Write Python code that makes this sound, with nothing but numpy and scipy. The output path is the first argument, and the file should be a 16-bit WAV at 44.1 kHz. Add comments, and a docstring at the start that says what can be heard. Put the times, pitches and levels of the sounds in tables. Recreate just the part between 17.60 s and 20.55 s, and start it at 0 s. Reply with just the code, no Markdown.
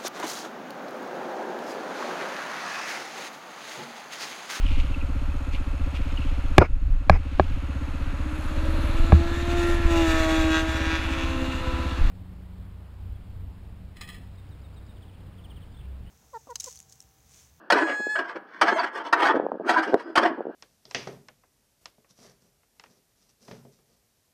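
"""The open hood of a riding mower is rocked about close to the microphone, in a yard, engine off.
First the hinge clanks, scrapes in stick-slip strokes and gives a long squeal; the panel rings with
each clank and stroke. At 1 s come more clanks, a short, higher squeal and a run of scrapes. From 1.7 s
dull thuds crowd in close by; the loudest, near 2.3 s, clips. Last clanks near 2.6 s and a few softer
thuds end the scene. A faint outdoor rumble lies under it throughout."""
import sys
import numpy as np
from scipy import signal
from scipy.fft import rfft, irfft, next_fast_len
from scipy.io import wavfile
from scipy.ndimage import uniform_filter1d

SR = 44100
rng = np.random.default_rng(int(sys.argv[2]) if len(sys.argv) > 2 else 0)


def transcribe(signal):
    """Save signal, clipped to [-1, 1], as a 16-bit WAV file at the path in sys.argv[1]."""
    frames = np.atleast_2d(signal).T
    limited = np.clip(frames, -1, 1)
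    pcm = np.round(limited * 32767).astype(np.int16)
    wavfile.write(sys.argv[1], SR, pcm)


N = 130095

# Impacts in the hinge: t/s, relative level/dB, bass gain/dB, treble tilt/(dB per octave)
CLANKS = [(.101, -12, -19, 0.5), (.120, -10, -5.5, 1.5), (1.012, -11.5, -14, .5), (1.026, -17.5, -2.5, -1),
          (1.5255, -12.5, -13.5, 0), (.554, -19, -26, -7), (2.5545, -10, -16, 0.5), (2.573, -9.5, -7.5, .5),
          (.586, -27, -3, 1.5), (.69, -38, -9, 0.5), (.756, -38.5, 2, -0.5), (2.651, -20.5, -1.5, -5.5)]
# Friction strokes: peak t/s, rise/s, fall/s, relative level/dB, bass gain/dB, treble tilt/(dB per octave)
SCRAPES = [(.15, 0.016, 0.027, -24, 4, -2), (.185, 0.019, 0.038, -21, -6.5, -1),
           (.22, 0.011, 0.015, -24.5, 5.5, -3.5), (.295, 0.029, .035, -22, -3.5, -5),
           (.592, 0.013, 0.029, -29, 2.5, -2), (.652, .01, 0.015, -35.5, -2, -2.5),
           (.692, 0.017, 0.029, -30, -17.5, -3.5), (.765, 0.015, 0.013, -36, 3, -4),
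           (.97, 0.073, 0.063, -46, -39, -1), (1.04, .01, 0.024, -31, 12.5, -0.5),
           (1.09, 0.021, 0.017, -17.5, -2.5, -2.5), (1.12, 0.007, 0.013, -24, 4, -3),
           (1.188, 0.018, 0.026, -21.5, -2.5, -1.5), (1.238, 0.017, 0.0098, -23, -1.5, 0),
           (1.265, 0.011, 0.016, -26, -11, -2.5), (1.36, 0.02, 0.027, -29.5, -7.5, 1),
           (1.405, 0.014, 0.017, -30, -7, -5), (1.46, 0.019, 0.029, -31, -4, -0.5),
           (1.57, 0.031, 0.03, -24, -6.5, -11), (1.625, 0.038, 0.026, -19, -4.5, 0),
           (1.672, 0.027, 0.019, -18.5, 2, 0.5), (1.70, 0.012, .016, -15.5, -5.5, -6),
           (1.76, 0.017, 0.013, -34, 17.5, -2.5), (2.06, 0.022, 0.016, -33.5, 9.5, -21.5),
           (2.095, 0.019, 0.024, -20.5, -1, 2), (2.145, 0.022, 0.025, -23, -16, -1),
           (2.18, 0.021, 0.023, -21, -4.5, -1), (2.232, .01, 0.023, -27, -6.5, 0.5),
           (2.278, 0.017, 0.058, -36, 8.5, 0.5), (2.405, 0.028, 0.017, -36, -3.5, 0),
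           (2.49, 0.045, 0.04, -44, 11.5, -4), (2.593, .01, 0.016, -15, -3.5, -24),
           (2.623, 0.014, 0.021, -26.5, 5.5, 0), (2.655, 0.025, 0.025, -20, -0.5, -2.5),
           (2.71, 0.039, 0.024, -36.5, 15.5, -23), (2.82, 0.055, .08, -55, 7.5, -25)]
# Modes of the hood panel: f/Hz, relative level/dB, T60/s
PANEL_MODES = [(332.6, -6.5, 0.15), (377.3, -5.5, 0.14), (468, 1.5, 0.44), (541.4, -0.5, 0.21),
               (651, 0, 0.32), (736, -4, 0.36), (793, 1, 0.54), (885, 3.5, 0.54), (977, 4.5, 0.34),
               (1102, 0.5, .3), (1268, -1, .3), (1545, -1.5, 0.23), (1680, -4, 0.64), (3060, -14, .4)]
# Spectral envelope of the hood: f/Hz, relative level/dB
HOOD_SPECTRUM = [(53, -56), (90, -47.5), (119, -50.5), (237, -12.5), (342, -2.5), (415, -5), (453, -10),
                 (626, -8), (697, -3), (776, -7), (983, -5), (1070, -8), (1360, -6.5), (1650, -5.5),
                 (2050, -16.5), (2590, -21), (3360, -20.5), (3740, -28), (5060, -28), (6270, -37),
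                 (7140, -43), (8480, -41.5), (9650, -48), (12200, -55.5), (15500, -65)]
# Course of each squeal: t/s, slip rate f/Hz, level/dB
LONG_SQUEAL = [(.15, 868, -34), (0.211, 864.4, -29.5), (.25, 833, -30.5), (.28, 830, -30),
               (0.346, 837, -30.5), (.44, 843, -29.5), (.472, 842.5, -28.5), (0.485, 843, -33),
               (0.499, 855, -26), (.55, 854, -28), (.578, 846.6, -31), (.605, 852, -37)]
SHORT_SQUEAL = [(1.05, 1085, -53), (1.08, 1070, -45), (1.125, 1062, -46), (1.145, 1085, -43),
                (1.175, 1035, -39), (1.20, 1030, -60)]
# Harmonics of each squeal, from the fundamental up: relative level/dB
LONG_HARMONICS = [-20, -0.5, -26.5, -27, -25.5, -30, -40.5, -28.5, -29.5, -32.5, -43, -49.5, -53, -52, -59,
                  -57, -56, -55]
SHORT_HARMONICS = [-1, -1, -7.5, -17, -25, -13.5, -18, -19, -29, -32, -35, -36]
# Resonances caught by the slip: t/s, f/Hz, level/dB, decay time/s
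GROANS = [(0.577, 1625, -26.5, 0.042), (1.157, 652, -23, .014), (1.19, 4560, -31.5, 0.0093),
          (2.425, 4950, -65, .08), (1.692, 891.7, -18, 0.014), (2.159, 990, -14.5, 0.014),
          (2.163, 1590, -20, 0.03), (2.164, 1533, -24.5, 0.032), (2.648, 706, -15.5, 0.013)]
# Dull blows: t/s, peak level/dB, f/Hz
THUDS = [(.468, -20, 400), (1.743, -12, 450), (1.774, -16.5, 525), (1.798, -9.5, 480), (1.865, -12, 520),
         (1.886, -28, 520), (1.918, -13.5, 620), (1.998, -20.5, 406), (2.326, -19, 400), (2.334, -9.5, 430),
         (2.3417, -1, 446), (2.3445, -6, 490), (2.357, -24, 333), (2.806, -16.5, 460), (2.853, -22.5, 400),
         (2.868, -20, 390)]
# Runs of soft bumps: t/s, duration/s, level/dB
FLURRIES = [(0.019, .012, -52), (.392, .02, -37), (0.751, .025, -41), (1.751, .02, -27.5),
            (1.823, .034, -29.5), (1.889, .01, -34), (1.921, .012, -31), (1.94, .019, -29),
            (1.966, .008, -35.5), (2.004, .018, -30.5), (2.278, .02, -37), (2.348, .016, -27),
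            (2.774, .024, -30.5), (2.877, .02, -35), (2.896, .018, -38)]
# Spectral envelopes of the bumps and of the outdoor air: f/Hz, relative level/dB
FLURRY_SPECTRUM = [(100, -42.5), (190, -9.5), (300, -1), (480, -0.5), (900, -14.5), (1300, -29.5),
                   (2500, -66), (10000, -90)]
YARD_SPECTRUM = [(30, -48.5), (100, -31), (200, -5), (330, -1.5), (900, -8), (1650, -2), (2100, -31),
                 (2800, -22.5), (3700, -35), (4500, -34.5), (7000, -51.5), (15000, -46)]


def hinge(t, clank_gain_db=8, clank_rise_s=0.0019, clank_decay_s=0.0076, window_s=0.25):
    """Impact and stick-slip friction: sudden clanks and swelling scrapes exert a force on the hood."""
    grit = impacts(per_s=2200, scatter_db=3.5) * undb(2.1 * wander(160))
    chatter = impacts(per_s=9000, scatter_db=2)
    age = t[:int(window_s * SR)] - window_s / 2  # zero at the event's time
    shift = lambda x, k: np.roll(x, -k * SR // 13)[:len(age)]  # shifted along for each event
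    since = np.maximum(age, 0)
    blow = (1 - np.exp(-since / clank_rise_s)) * np.exp(-since / clank_decay_s)
    force = np.zeros(N)
    for k, (at, db, bass_db, tilt) in enumerate(CLANKS):
        clank = shift(chatter, k) * undb(db + clank_gain_db) * blow
        force += contact(clank, at + age[0], bass_db, tilt)
    for k, (at, rise, fall, db, bass_db, tilt) in enumerate(SCRAPES):
        swell = np.exp(-np.abs(age / np.where(age < 0, rise, fall)) ** 1.7)
        force += contact(shift(grit, k) * undb(db) * swell, at + age[0], bass_db, tilt)
    return force


def contact(force, at, bass_db, tilt, bass_hz=556, treble_hz=1640, rattle_t60_s=0.041, tick=0.59):
    """Convolution: a contact spreads its force into a tick and a rattle, with its own bass and treble."""
    size = next_fast_len(len(force))
    f = np.fft.rfftfreq(size, 1 / SR)
    shelf_db = bass_db / (1 + (f / bass_hz) ** 4)
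    treble_db = tilt * np.log2(1 + (f / treble_hz) ** 4) / 4
    rattle = rng.standard_normal(size) * fade(np.arange(size) / SR, rattle_t60_s)
    transfer = (rfft(unit_energy(rattle)) + tick) / np.hypot(1, tick) * undb(shelf_db + treble_db)
    out, start = np.zeros(N + 2 * SR), SR + int(at * SR)
    out[start:start + size] = irfft(rfft(force, size) * transfer, size)
    return out[SR:SR + N]


def hood(force, t, tail_t60_s=0.37, tail_top_hz=2410):
    """Modal superposition: the driven panel rings as a sum of damped sines with a dull, diffuse tail."""
    age = t[:SR]
    modes = sum(undb(db) * fade(age, t60) * np.sin(2 * np.pi * (hz * age + rng.random()))
                for hz, db, t60 in PANEL_MODES)
    tail = unit_energy(rng.standard_normal(SR) * fade(age, tail_t60_s))
    response = undb(-23.5) * unit_energy(modes) + undb(-7.5) * butter(tail, tail_top_hz, "low")
    response[0] += 1  # the force itself is heard too
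    return colour(signal.fftconvolve(force, response)[:N], HOOD_SPECTRUM)


def squeal(t, course, harmonics_db, waver, flutter_db=1.5, edge_s=0.013):
    """Self-excited oscillation: periodic stick-slip in the dry hinge gives a harmonic series."""
    at, hz, db = np.array(course).T
    slip_hz = np.interp(t, at, hz) * (1 + waver * wander(300))
    phase = 2 * np.pi * np.cumsum(slip_hz) / SR
    gate = np.clip(np.minimum(t - at[0], at[-1] - t) / edge_s, 0, 1)
    tone = np.zeros(N)
    for k, harmonic_db in enumerate(harmonics_db):
        flutter = flutter_db * min(k / 6, 2) * wander(24.6)  # upper harmonics flutter more
        tone += undb(harmonic_db + flutter) * np.sin((k + 1) * phase)
    return np.sqrt(2) * gate * undb(np.interp(t, at, db)) * tone


def groans(t, rise_s=0.0085, waver=0.012):
    """Mode lock-in: the slip briefly follows one resonance, whose tone builds and then rings out."""
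    out = np.zeros(N)
    for at, hz, db, decay in GROANS:
        age = np.maximum(t - at, 0)
        swell = np.minimum(age / rise_s, 1) * np.exp(-np.maximum(age - rise_s, 0) / decay)
        phase = 2 * np.pi * np.cumsum(hz * (1 + waver * wander(200))) / SR
        out += np.sqrt(2) * undb(db) * swell * np.sin(phase)
    return out


def thuds(t, q=1.66, patter_per_s=250, patter_db=-17, patter_decay_s=0.022):
    """Damped resonance: a soft blow and a patter of aftershocks excite a heavily damped part."""
    out, size = np.zeros(N + SR), SR // 8
    for at, db, hz in THUDS:
        patter = (rng.random(size) < patter_per_s / SR) * rng.standard_normal(size)
        push = patter * undb(patter_db) * np.exp(-t[:size] / patter_decay_s)
        push[0] = 1  # the blow
        ring = signal.lfilter(*signal.iirpeak(hz, q, fs=SR), push)
        ring = butter(ring, 1.95 * hz, "low", order=5)
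        ring = butter(ring, 233, "high", order=3)
        start = int(at * SR)
        out[start:start + size] += undb(db) * ring / np.abs(ring).max()
    return out[:N]


def flurries(t, bumps_per_s=900, edge_s=0.0041):
    """Shot noise: small random bumps merge into short, dull runs."""
    gate = sum(undb(db) * np.clip(np.minimum(t - at, at + length - t) / edge_s + 0.5, 0, 1)
               for at, length, db in FLURRIES)
    return colour(gate * impacts(bumps_per_s, scatter_db=2), FLURRY_SPECTRUM)


def yard(level_db=-51.5):
    """Amplitude-modulated noise: the outdoor air rumbles faintly and unevenly."""
    return undb(level_db + 2 * wander(12)) * colour(rng.standard_normal(N), YARD_SPECTRUM)


def impacts(per_s, scatter_db):
    """Poisson process: irregular tiny impacts of log-normal size, rms 1."""
    hits = (rng.random(N) < per_s / SR) * rng.choice([-1, 1], N)
    return unit_rms(hits * undb(scatter_db * rng.standard_normal(N)))


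def wander(per_s):
    """Moving average: random steps are smoothed into a drift of rms 1."""
    hold = int(SR / per_s)
    steps = np.repeat(rng.standard_normal(N // hold + 1), hold)
    return unit_rms(uniform_filter1d(steps, hold)[:N])


def colour(x, spectrum, size=4096):
    """Minimum-phase filtering: imposes a spectral envelope and keeps the power of white noise."""
    hz, db = np.array(spectrum).T
    f = np.fft.rfftfreq(size, 1 / SR)
    gain = undb(np.interp(np.log(f + 1), np.log(hz), db))
    cepstrum = irfft(np.log(gain))
    cepstrum[1:size // 2] *= 2  # folding onto positive time makes the filter causal
    cepstrum[size // 2 + 1:] = 0
    response = irfft(np.exp(rfft(cepstrum)))
    return signal.fftconvolve(x, unit_energy(response))[:N]


def butter(x, hz, kind, order=2):
    """Butterworth filtering: causal, with a maximally flat passband."""
    return signal.sosfilt(signal.butter(order, hz, kind, fs=SR, output="sos"), x)


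def fade(age, t60):
    """Exponential decay: 60 dB down after t60 seconds."""
    return np.exp(-np.log(1000) * age / t60)


def undb(db):
    """Decibel law: level to amplitude ratio."""
    return 10 ** (np.asarray(db) / 20)


def unit_rms(x):
    """Power normalisation: mean square 1."""
    return x / np.sqrt(np.mean(x ** 2))


def unit_energy(x):
    """Energy normalisation: sum of squares 1."""
    return x / np.linalg.norm(x)


def scene():
    """Linear superposition: the pressures of all sources add at one microphone."""
    t = np.arange(N) / SR
    squeals = squeal(t, LONG_SQUEAL, LONG_HARMONICS, waver=0.0018)
    squeals += squeal(t, SHORT_SQUEAL, SHORT_HARMONICS, waver=0.0057)
    return (hood(hinge(t), t) + squeals + groans(t) + thuds(t) + flurries(t) + yard())[None]


def record(dry, notch_q=25, clip_level=0.5, top_hz=15500):
    """Filtering and saturation: the microphone has narrow dips; the recorder clips and cuts the top."""
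    for notch_hz in (3646, 7160, 9520):
        dry = signal.lfilter(*signal.iirnotch(notch_hz, notch_q, fs=SR), dry)
    clipped = np.clip(dry, -clip_level, clip_level)
    return signal.sosfilt(signal.ellip(10, 0.2, 80, top_hz, fs=SR, output="sos"), clipped)


dry = scene()
out = record(dry)
transcribe(out)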